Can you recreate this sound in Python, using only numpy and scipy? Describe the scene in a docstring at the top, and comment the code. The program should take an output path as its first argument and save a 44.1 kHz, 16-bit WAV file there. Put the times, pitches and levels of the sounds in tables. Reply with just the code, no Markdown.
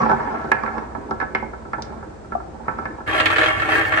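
"""Marbles in wooden grooves

Glass marbles roll down winding grooves: the grain makes a board rumble and rasp, the bends knock its modes.
The first few pass close by on the lower board and fade; two click together, one drops with a hollow plop.
At 3.07 s the sound switches to a pack rattling down the upper board. A small room rings over hum and hiss.
"""
import sys
import numpy as np
from scipy import signal
from scipy.fft import rfft, irfft
from scipy.io import wavfile

SR = 44100
rng = np.random.default_rng(int(sys.argv[2]) if len(sys.argv) > 2 else 0)


def digitize_waveform(pressure):
    """Quantize a signal to 16-bit integers and store it at the path in sys.argv[1].

    Rows of a 2-D input are taken as channels; values are limited to [-1, 1].
    """
    field = np.atleast_2d(pressure).T
    bounded = np.clip(field, -1, 1)
    quanta = np.round(bounded * 32767).astype(np.int16)
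    wavfile.write(sys.argv[1], SR, quanta)


N = 176400

RING_S, STRIKE_SPREAD_DB = 0.3, 1  # length of one tap; scatter of mode levels per knock
STEREO_HZ = 443  # the image narrows below this


def undb(db):
    """Decibels to gain."""
    return 10 ** (np.asarray(db) / 20)


def unit(x):
    """Scale to a mean energy of 1 per channel."""
    return x / np.sqrt(np.mean(np.sum(x ** 2, axis=-1)))


def level(x, db):
    """Scale the non-silent part to an rms level, steady or moving."""
    return x * undb(db) / np.sqrt(np.mean(x[np.abs(x) > 1e-9] ** 2))


def curve(rows, column=1):
    """One table column, interpolated over time."""
    rows = np.array(rows)
    return np.interp(np.arange(N) / SR, rows[:, 0], rows[:, column])


def cut(x, hz, kind="low", order=4):
    """Butterworth low- or high-pass."""
    return signal.sosfilt(signal.butter(order, min(hz, SR / 2 - 1), kind, fs=SR, output="sos"), x)


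def pan(db):
    """Stereo gains for a left-minus-right level."""
    return undb(np.array([[db], [-db]]) / 2)


def add(out, start_s, hit, db, window_s=0.02):
    """Mix in a hit with the energy of rms level db held for window_s."""
    i = int(start_s * SR)
    hit = unit(hit)[:, :max(N - i, 0)]
    out[:, i:i + hit.shape[1]] += hit * undb(db) * np.sqrt(window_s * SR)


def noise(spectrum, size):
    """Stereo noise of a given spectrum, narrower in the bass."""
    hz = np.fft.rfftfreq(size, 1 / SR) + 1
    points_hz, points_db = np.array(spectrum).T
    gain = undb(np.interp(np.log(hz), np.log(points_hz), points_db))
    mid, side = rfft(rng.standard_normal((2, size)))
    width = np.clip(hz / STEREO_HZ, 0.4, 1)
    return irfft((mid + width * side * np.array([[1], [-1]])) * gain, size)


def decay(t60_s):
    """Exponential decay, RING_S long."""
    return np.exp(-np.log(1000) * np.arange(int(RING_S * SR)) / SR / t60_s)


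def swell(x, tau_s):
    """Apply an exponential attack."""
    return x * (1 - np.exp(-np.arange(x.shape[1]) / SR / tau_s))


def burst(spectrum, t60_s):
    """Decaying noise of a given spectrum."""
    envelope = decay(t60_s)
    return unit(noise(spectrum, len(envelope)) * envelope)


def ring(modes, spread_db, detune=0.0066, rise_s=0.00038):
    """Decaying modes; the place of the blow sets their shares, the marble's weight detunes them."""
    t, out = np.arange(int(RING_S * SR)) / SR, 0
    for k, (hz, db, t60_s) in enumerate(modes):
        share, polarity, shift = rng.standard_normal(3)
        # neighbouring modes reach opposite ears first
        lead_rad = (-1) ** k * min(hz / STEREO_HZ / 2, 1) * np.pi / 4 * np.array([[1], [-1]])
        tone = np.sin(2 * np.pi * hz * (1 + detune * shift) * t + lead_rad)
        out = out + np.sign(polarity) * undb(db + spread_db * share) * unit(tone * decay(t60_s))
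    return out * np.sin(np.pi / 2 * np.minimum(t / rise_s, 1)) ** 2


def favour(modes, hz, boost_db=9, width_oct=0.075):
    """The place of a blow brings out the modes nearest one pitch."""
    modes = np.array(modes)
    if hz:
        modes[:, 1] += boost_db * np.exp(-(np.log2(modes[:, 0] / hz) / width_oct) ** 2)
    return modes


def pack_share(switch_s=3.072, fade_s=0.022):
    """Crossfade: 0 for the first marbles, 1 for the pack."""
    return np.clip((np.arange(N) / SR - switch_s) / fade_s + 0.5, 0, 1)


def background(hum_hz=60.2):
    """Room rumble, hiss and mains hum."""
    # room noise (frequency [Hz], density [dB])
    air = [(25, -12), (45, 1), (75, 5.5), (130, -1.5), (300, -6), (700, -8), (1500, -19.5), (3000, -34.5),
           (5000, -35.5), (8800, -37.5), (9800, -60.5), (15000, -88.5)]
    hum = np.sin(2 * np.pi * hum_hz * np.arange(N) / SR)
    return level(noise(air, N), db=-39) + level(hum, db=-46.5)


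def room(x, wet_db=-10, low_t60_s=0.47, high_t60_s=0.19, split_hz=2500, rise_s=0.005):
    """Add a small room's diffuse tail, shorter in the treble."""
    t = np.arange(SR) / SR
    reflections = rng.standard_normal((2, SR))
    low = cut(reflections, split_hz, order=2) * undb(-60 * t / low_t60_s)
    high = cut(reflections, split_hz, "high", order=2) * undb(-60 * t / high_t60_s)
    tail = unit((low - high) * np.clip(t / rise_s - 0.5, 0, 1))
    return x + undb(wet_db) * signal.fftconvolve(x, tail, axes=1)[:, :N]


def lower_board(spread_db, favoured_hz=None, body_db=2.5):
    """One tap: modes, plus a dense ring that builds as the blow spreads through the wood."""
    # board modes (frequency [Hz], energy [dB], t60 [s])
    modes = [(145, -16.5, 0.15), (224.7, -8.5, 0.13), (321, -12, 0.082), (390.4, -8, 0.076),
             (528.6, -9.5, 0.087), (642, -13, 0.082), (777.6, -5.5, 0.11), (856, -6, 0.089),
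             (939.6, -4, 0.071), (1107, -4.5, 0.034), (1335, -2, 0.065), (1533, -6.5, 0.1),
             (1709, -1.5, 0.066), (2139, -5.5, 0.05), (2330, -8, 0.051)]
    # dense ring (frequency [Hz], density [dB])
    body_spectrum = [(60, -32.5), (150, -5), (400, -0.5), (900, -3), (1800, -0.5), (2500, -0.5),
                     (3200, -9.5), (6000, -30.5), (15000, -31)]
    body = unit(swell(burst(body_spectrum, t60_s=0.054), tau_s=0.0015))
    return ring(favour(modes, favoured_hz), spread_db) + undb(body_db) * body


def upper_board(spread_db, favoured_hz=None, body_db=4):
    """One tap: modes, plus a short dense ring."""
    # board modes (frequency [Hz], energy [dB], t60 [s])
    modes = [(323, -5, .14), (452, -10.5, .1), (628, -6, .15), (785, -6.5, .08), (1151, -3, .07),
             (1355, -3, .05), (1636, -3, .09), (1780, 1.5, .06), (2186, -3, .085), (2555, -8, .045),
             (2805, -13, .22), (3180, -9, .06)]
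    # dense ring (frequency [Hz], density [dB])
    body_spectrum = [(60, -34), (200, -27), (400, 0), (950, -1.5), (1900, 4.5), (3200, -13.5), (4200, -18),
                     (5500, -27), (8500, -25), (11000, -33), (15000, -54)]
    tones = ring(favour(modes, favoured_hz), spread_db)
    return tones + undb(body_db) * burst(body_spectrum, t60_s=0.042)


def grit(spread_db):
    """One tiny crackle of glass on grain, its colour varying with place."""
    # crackle (frequency [Hz], density [dB])
    spectrum = [(1500, -9), (2800, 5.5), (5500, 5), (8000, -6.5), (11000, -29), (15000, -37.5)]
    return burst([(hz, db + spread_db * rng.standard_normal()) for hz, db in spectrum], t60_s=0.021)


def roll(tap, bumps_per_s, spread_db, span_s, place_s=0.05, place_spread_db=2.5):
    """Random bumps over the grain; each new place on the board rings in its own way."""
    bumps = rng.random(N) < bumps_per_s / SR
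    bumps = bumps * undb(spread_db * np.clip(rng.standard_normal(N), -2, 2))
    bumps *= rng.choice([-1, 1], N)
    out, size = np.full((2, 2 * N), 1e-18), int(place_s * SR)
    for i in range(int(span_s[0] * SR), min(int(span_s[1] * SR), N), size):
        rung = signal.fftconvolve(bumps[None, i:i + size], unit(tap(place_spread_db)), axes=1)
        out[:, i:i + rung.shape[1]] += rung
    return cut(out[:, :N], 74, "high", order=2)


def first_roll(span_s=(0, 3.1), rumble_trim_db=3.5, rasp_trim_db=0.5, grit_re_rasp_db=-28.5):
    """Rumble, rasp and grit of the first marbles in the lower groove."""
    # rolling levels before trim (time [s], rumble [dB], rasp [dB])
    levels = [(0.0, -29, -19), (0.14, -36.5, -28.5), (0.29, -36.5, -29.5), (0.67, -42, -32.5),
              (0.8, -38.5, -33.5), (0.91, -41.5, -42), (1.33, -42.5, -47.5), (1.59, -48, -50.5),
              (1.93, -40, -40.5), (2.18, -54, -53), (2.39, -46, -74), (2.71, -45, -36.5), (2.91, -42, -40),
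              (3.07, -62, -52)]
    rumble_db = curve(levels, column=1) + rumble_trim_db
    rasp_db = curve(levels, column=2) + rasp_trim_db
    rumble = cut(roll(lower_board, bumps_per_s=980, spread_db=6, span_s=span_s), 449)
    rasp = roll(lower_board, bumps_per_s=980, spread_db=6, span_s=span_s)
    rasp = cut(cut(rasp, 1147, order=3), 500, "high", order=2)
    crackle = roll(grit, bumps_per_s=2100, spread_db=1, span_s=span_s)
    out = level(rumble, rumble_db) + level(rasp, rasp_db) + level(crackle, rasp_db + grit_re_rasp_db)
    return out * pan(-1.5) * (1 - pack_share())


def click():
    """Two marbles meet, glass on glass."""
    # click (frequency [Hz], density [dB])
    spectrum = [(1500, -2), (3300, -7), (4400, -1), (5600, 0), (6500, -5), (9000, -21)]
    out = np.zeros((2, N))
    hit = cut(cut(burst(spectrum, t60_s=0.025), 6500), 3300, "high", order=2)
    add(out, start_s=1.822, hit=hit, db=-37)
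    return out


def plop(contact_hz=1330):
    """One marble drops with a hollow ring."""
    # hollow modes (frequency [Hz], energy [dB], t60 [s])
    modes = [(557, -16, 0.04), (706, 1, 0.061), (786, -1, 0.054), (1185, -8.5, 0.076)]
    out = np.zeros((2, N))
    hit = cut(ring(modes, spread_db=0), contact_hz) * pan(1.7)
    add(out, start_s=2.351, hit=hit, db=-19.5)
    return out


def knocks(thump_hz=650, tau_at_1khz_s=0.0035):
    """Marbles hit the lower board's bends: harder is brighter, with overload crackle on the loudest."""
    # knocks (time [s], level [dB], contact cut-off [Hz], favoured pitch [Hz],
    #         thump shelf [dB], tick re wood [dB], L-R [dB])
    hits = [(0.02, -24.5, 1500, 950, 1, -26, -17), (.031, -25.5, 1700, 1100, 2, -30.5, -6.5),
            (.059, -21, 1390, 902, -5.5, -38, -5), (.095, -16, 1340, 880, -9.5, -36, -1.5),
            (.114, -15.5, 1390, 835, -4, -34, -2), (0.129, -21, 1105, 814, 5, -36, -3.5),
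            (.201, -23.5, 1380, 940, -2, -38, -1), (.273, -25.5, 1510, 860, -2, -38, -11),
            (0.442, -28, 1460, 1010, 14, -33, -3), (0.5164, -11.5, 2400, 1710, -13, -30.5, -6),
            (.634, -22.5, 1520, 1100, -2, -32, -6.5), (.661, -26, 1980, 1510, -11, -33, -1.5),
            (.676, -25.5, 1900, 1330, -8, -38, -4.5), (0.765, -29.5, 1310, 870, -15, -43, -18),
            (.780, -26, 1780, 1100, 3, -29.5, -3), (.949, -27, 1260, 1060, -6, -41, -7),
            (1.087, -34.5, 990, 895, 6.5, -39, -3), (1.109, -21, 1250, 1340, 6.5, -28, -1),
            (1.201, -24, 1950, 1670, -12, -27.5, -9), (1.213, -23.5, 1900, 1570, -9, -34, 1),
            (1.224, -23, 1920, 1420, 5.5, -35, -4.5), (1.349, -17.5, 2660, 2130, -1.5, -23.5, -1),
            (1.425, -25, 1080, 884, 10, -39, -6), (1.533, -32, 1390, 1290, -1, -41, 0.5),
            (1.65, -38.5, 1320, 1300, 1, -37, 0), (1.732, -22.5, 1880, 1350, -10, -35, -4),
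            (1.782, -28, 950, 900, -2, -39, -2), (2.026, -37, 1380, 1380, -11, -40, -4),
            (2.245, -44, 1400, 1340, -4, -34, -1), (2.320, -26, 1590, 1340, 4, -38, -3),
            (2.400, -35, 1230, 1350, -15, -48, -1), (2.542, -37.5, 900, 804, -2, -38, -14),
            (2.600, -36.5, 900, 850, 6, -42, -11), (2.681, -20, 1790, 1380, 1.5, -43, -5),
            (2.786, -24.5, 1450, 1370, 5, -36, -3.5), (2.854, -25.5, 1980, 1660, -6, -32, -2.5),
            (2.983, -34.5, 1210, 950, -2, -44, -10), (3.004, -34, 1400, 1340, 4, -38, 1)]
    # glass contact tick (frequency [Hz], density [dB])
    tick_spectrum = [(1000, -7), (3000, 6.5), (5300, 8.5), (7000, -11), (11000, -25), (15000, -26)]
    # brief overload crackle on the loudest knocks (time [s], level [dB])
    overload_bursts = [(0.098, -45), (0.5171, -37), (1.348, -57)]
    # overload crackle (frequency [Hz], density [dB])
    overload_spectrum = [(2000, 3.5), (3300, 4), (6000, -19.5), (10500, -26), (15000, -33)]
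    out = np.zeros((2, N))
    for start_s, db, contact_hz, favoured_hz, thump_db, tick_db, pan_db in hits:
        wood = cut(lower_board(STRIKE_SPREAD_DB, favoured_hz, body_db=-4), contact_hz)
        wood = swell(wood, tau_at_1khz_s * (1000 / contact_hz) ** 2)  # glancing knocks build slowly
        wood = wood + (undb(thump_db) - 1) * cut(wood, thump_hz, order=1)
        tick = undb(tick_db) * burst(tick_spectrum, t60_s=0.033)
        add(out, start_s, (unit(wood) + tick) * pan(pan_db), db)
    for start_s, db in overload_bursts:
        add(out, start_s, burst(overload_spectrum, t60_s=0.0079), db)
    return out


def pack_roll():
    """Many marbles roll down the upper board; the frame booms beneath."""
    # rolling level (time [s], level [dB])
    levels = [(3.07, -24), (3.15, -21.5), (3.21, -18), (3.25, -22.5), (3.3, -22), (3.35, -22), (3.42, -18),
              (3.55, -23.5), (3.67, -24), (3.75, -18.5), (3.84, -24), (3.915, -26), (4.0, -20)]
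    # frame boom (frequency [Hz], density [dB])
    frame_spectrum = [(30, -30), (60, -11), (100, 26), (160, 6), (250, -4), (450, -23)]
    rattle = roll(upper_board, bumps_per_s=700, spread_db=2, span_s=(3.0, 4.0))
    boom = cut(noise(frame_spectrum, N), 550)
    return (level(rattle, curve(levels)) + level(boom, db=-38)) * pack_share()


def pack_clatter(bounces=3, step_db=-4, mean_gap_s=0.005, contact_hz=3500):
    """Each hard knock on the upper board clacks and chatters on in weaker bounces."""
    # knocks (time [s], level of all bounces [dB], favoured pitch [Hz], clack re wood [dB])
    hits = [(3.076, -29, 1636, -10), (3.112, -23.5, 1151, -10), (3.147, -21.5, 628, -17),
            (3.181, -22.5, 2186, -7), (3.200, -14.5, 2805, -7), (3.258, -14.5, 2186, -4),
            (3.302, -17, 1151, -13), (3.326, -19, 1636, -26), (3.361, -16.5, 1785, -10.5),
            (3.383, -13.5, 1636, -12.5), (3.413, -15.5, 1785, -14), (3.432, -18, 1355, -7),
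            (3.460, -18, 3180, -11), (3.485, -22, 1355, -25), (3.503, -20.5, 1151, -18),
            (3.598, -24.5, 1785, -10), (3.620, -19.5, 1355, -32), (3.690, -22.5, 1785, -13),
            (3.720, -18, 2186, -20), (3.731, -18, 1785, -27), (3.753, -18, 1636, -17),
            (3.781, -22, 323, -24), (3.811, -18.5, 1785, -24), (3.851, -21, 1785, -27),
            (3.922, -17.5, 1785, -19), (3.938, -17.5, 1785, -28), (3.974, -17, 1785, -23),
            (3.986, -18.5, 1355, -24)]
    # glass clack (frequency [Hz], density [dB])
    clack_spectrum = [(1200, -30), (2400, 7.5), (3200, 5), (4400, -5), (5500, -19), (8000, -18),
                      (11000, -37), (15000, -38)]
    bounce_db = step_db * np.arange(bounces)
    bounce_db = bounce_db - 10 * np.log10(np.sum(undb(bounce_db) ** 2))  # energies sum to 1
    gaps_s = mean_gap_s * (0.5 + rng.random(len(hits)))
    out = np.zeros((2, N))
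    for (start_s, db, favoured_hz, clack_db), gap_s in zip(hits, gaps_s):
        for k in range(bounces):
            wood = cut(upper_board(STRIKE_SPREAD_DB, favoured_hz), contact_hz, order=1)
            wood = cut(wood, 337, "high", order=1)
            clack = undb(clack_db) * burst(clack_spectrum, t60_s=0.065)
            add(out, start_s + k * gap_s, unit(wood) + clack, db + bounce_db[k])
    return out


def scene():
    """Both runs of marbles in the room."""
    first_run = first_roll() + knocks() + click() + plop()
    pack_run = (pack_roll() + pack_clatter()) * pan(-0.5)
    return room(first_run + pack_run) + background()


def record(dry, low_cut_hz=31, top_hz=15400):
    """High-pass, clip at full scale, steep low-pass."""
    clipped = np.clip(cut(dry, low_cut_hz, "high"), -1, 1)
    return signal.sosfilt(signal.ellip(8, 0.2, 70, top_hz, fs=SR, output="sos"), clipped)


dry = scene()
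out = record(dry)
digitize_waveform(out)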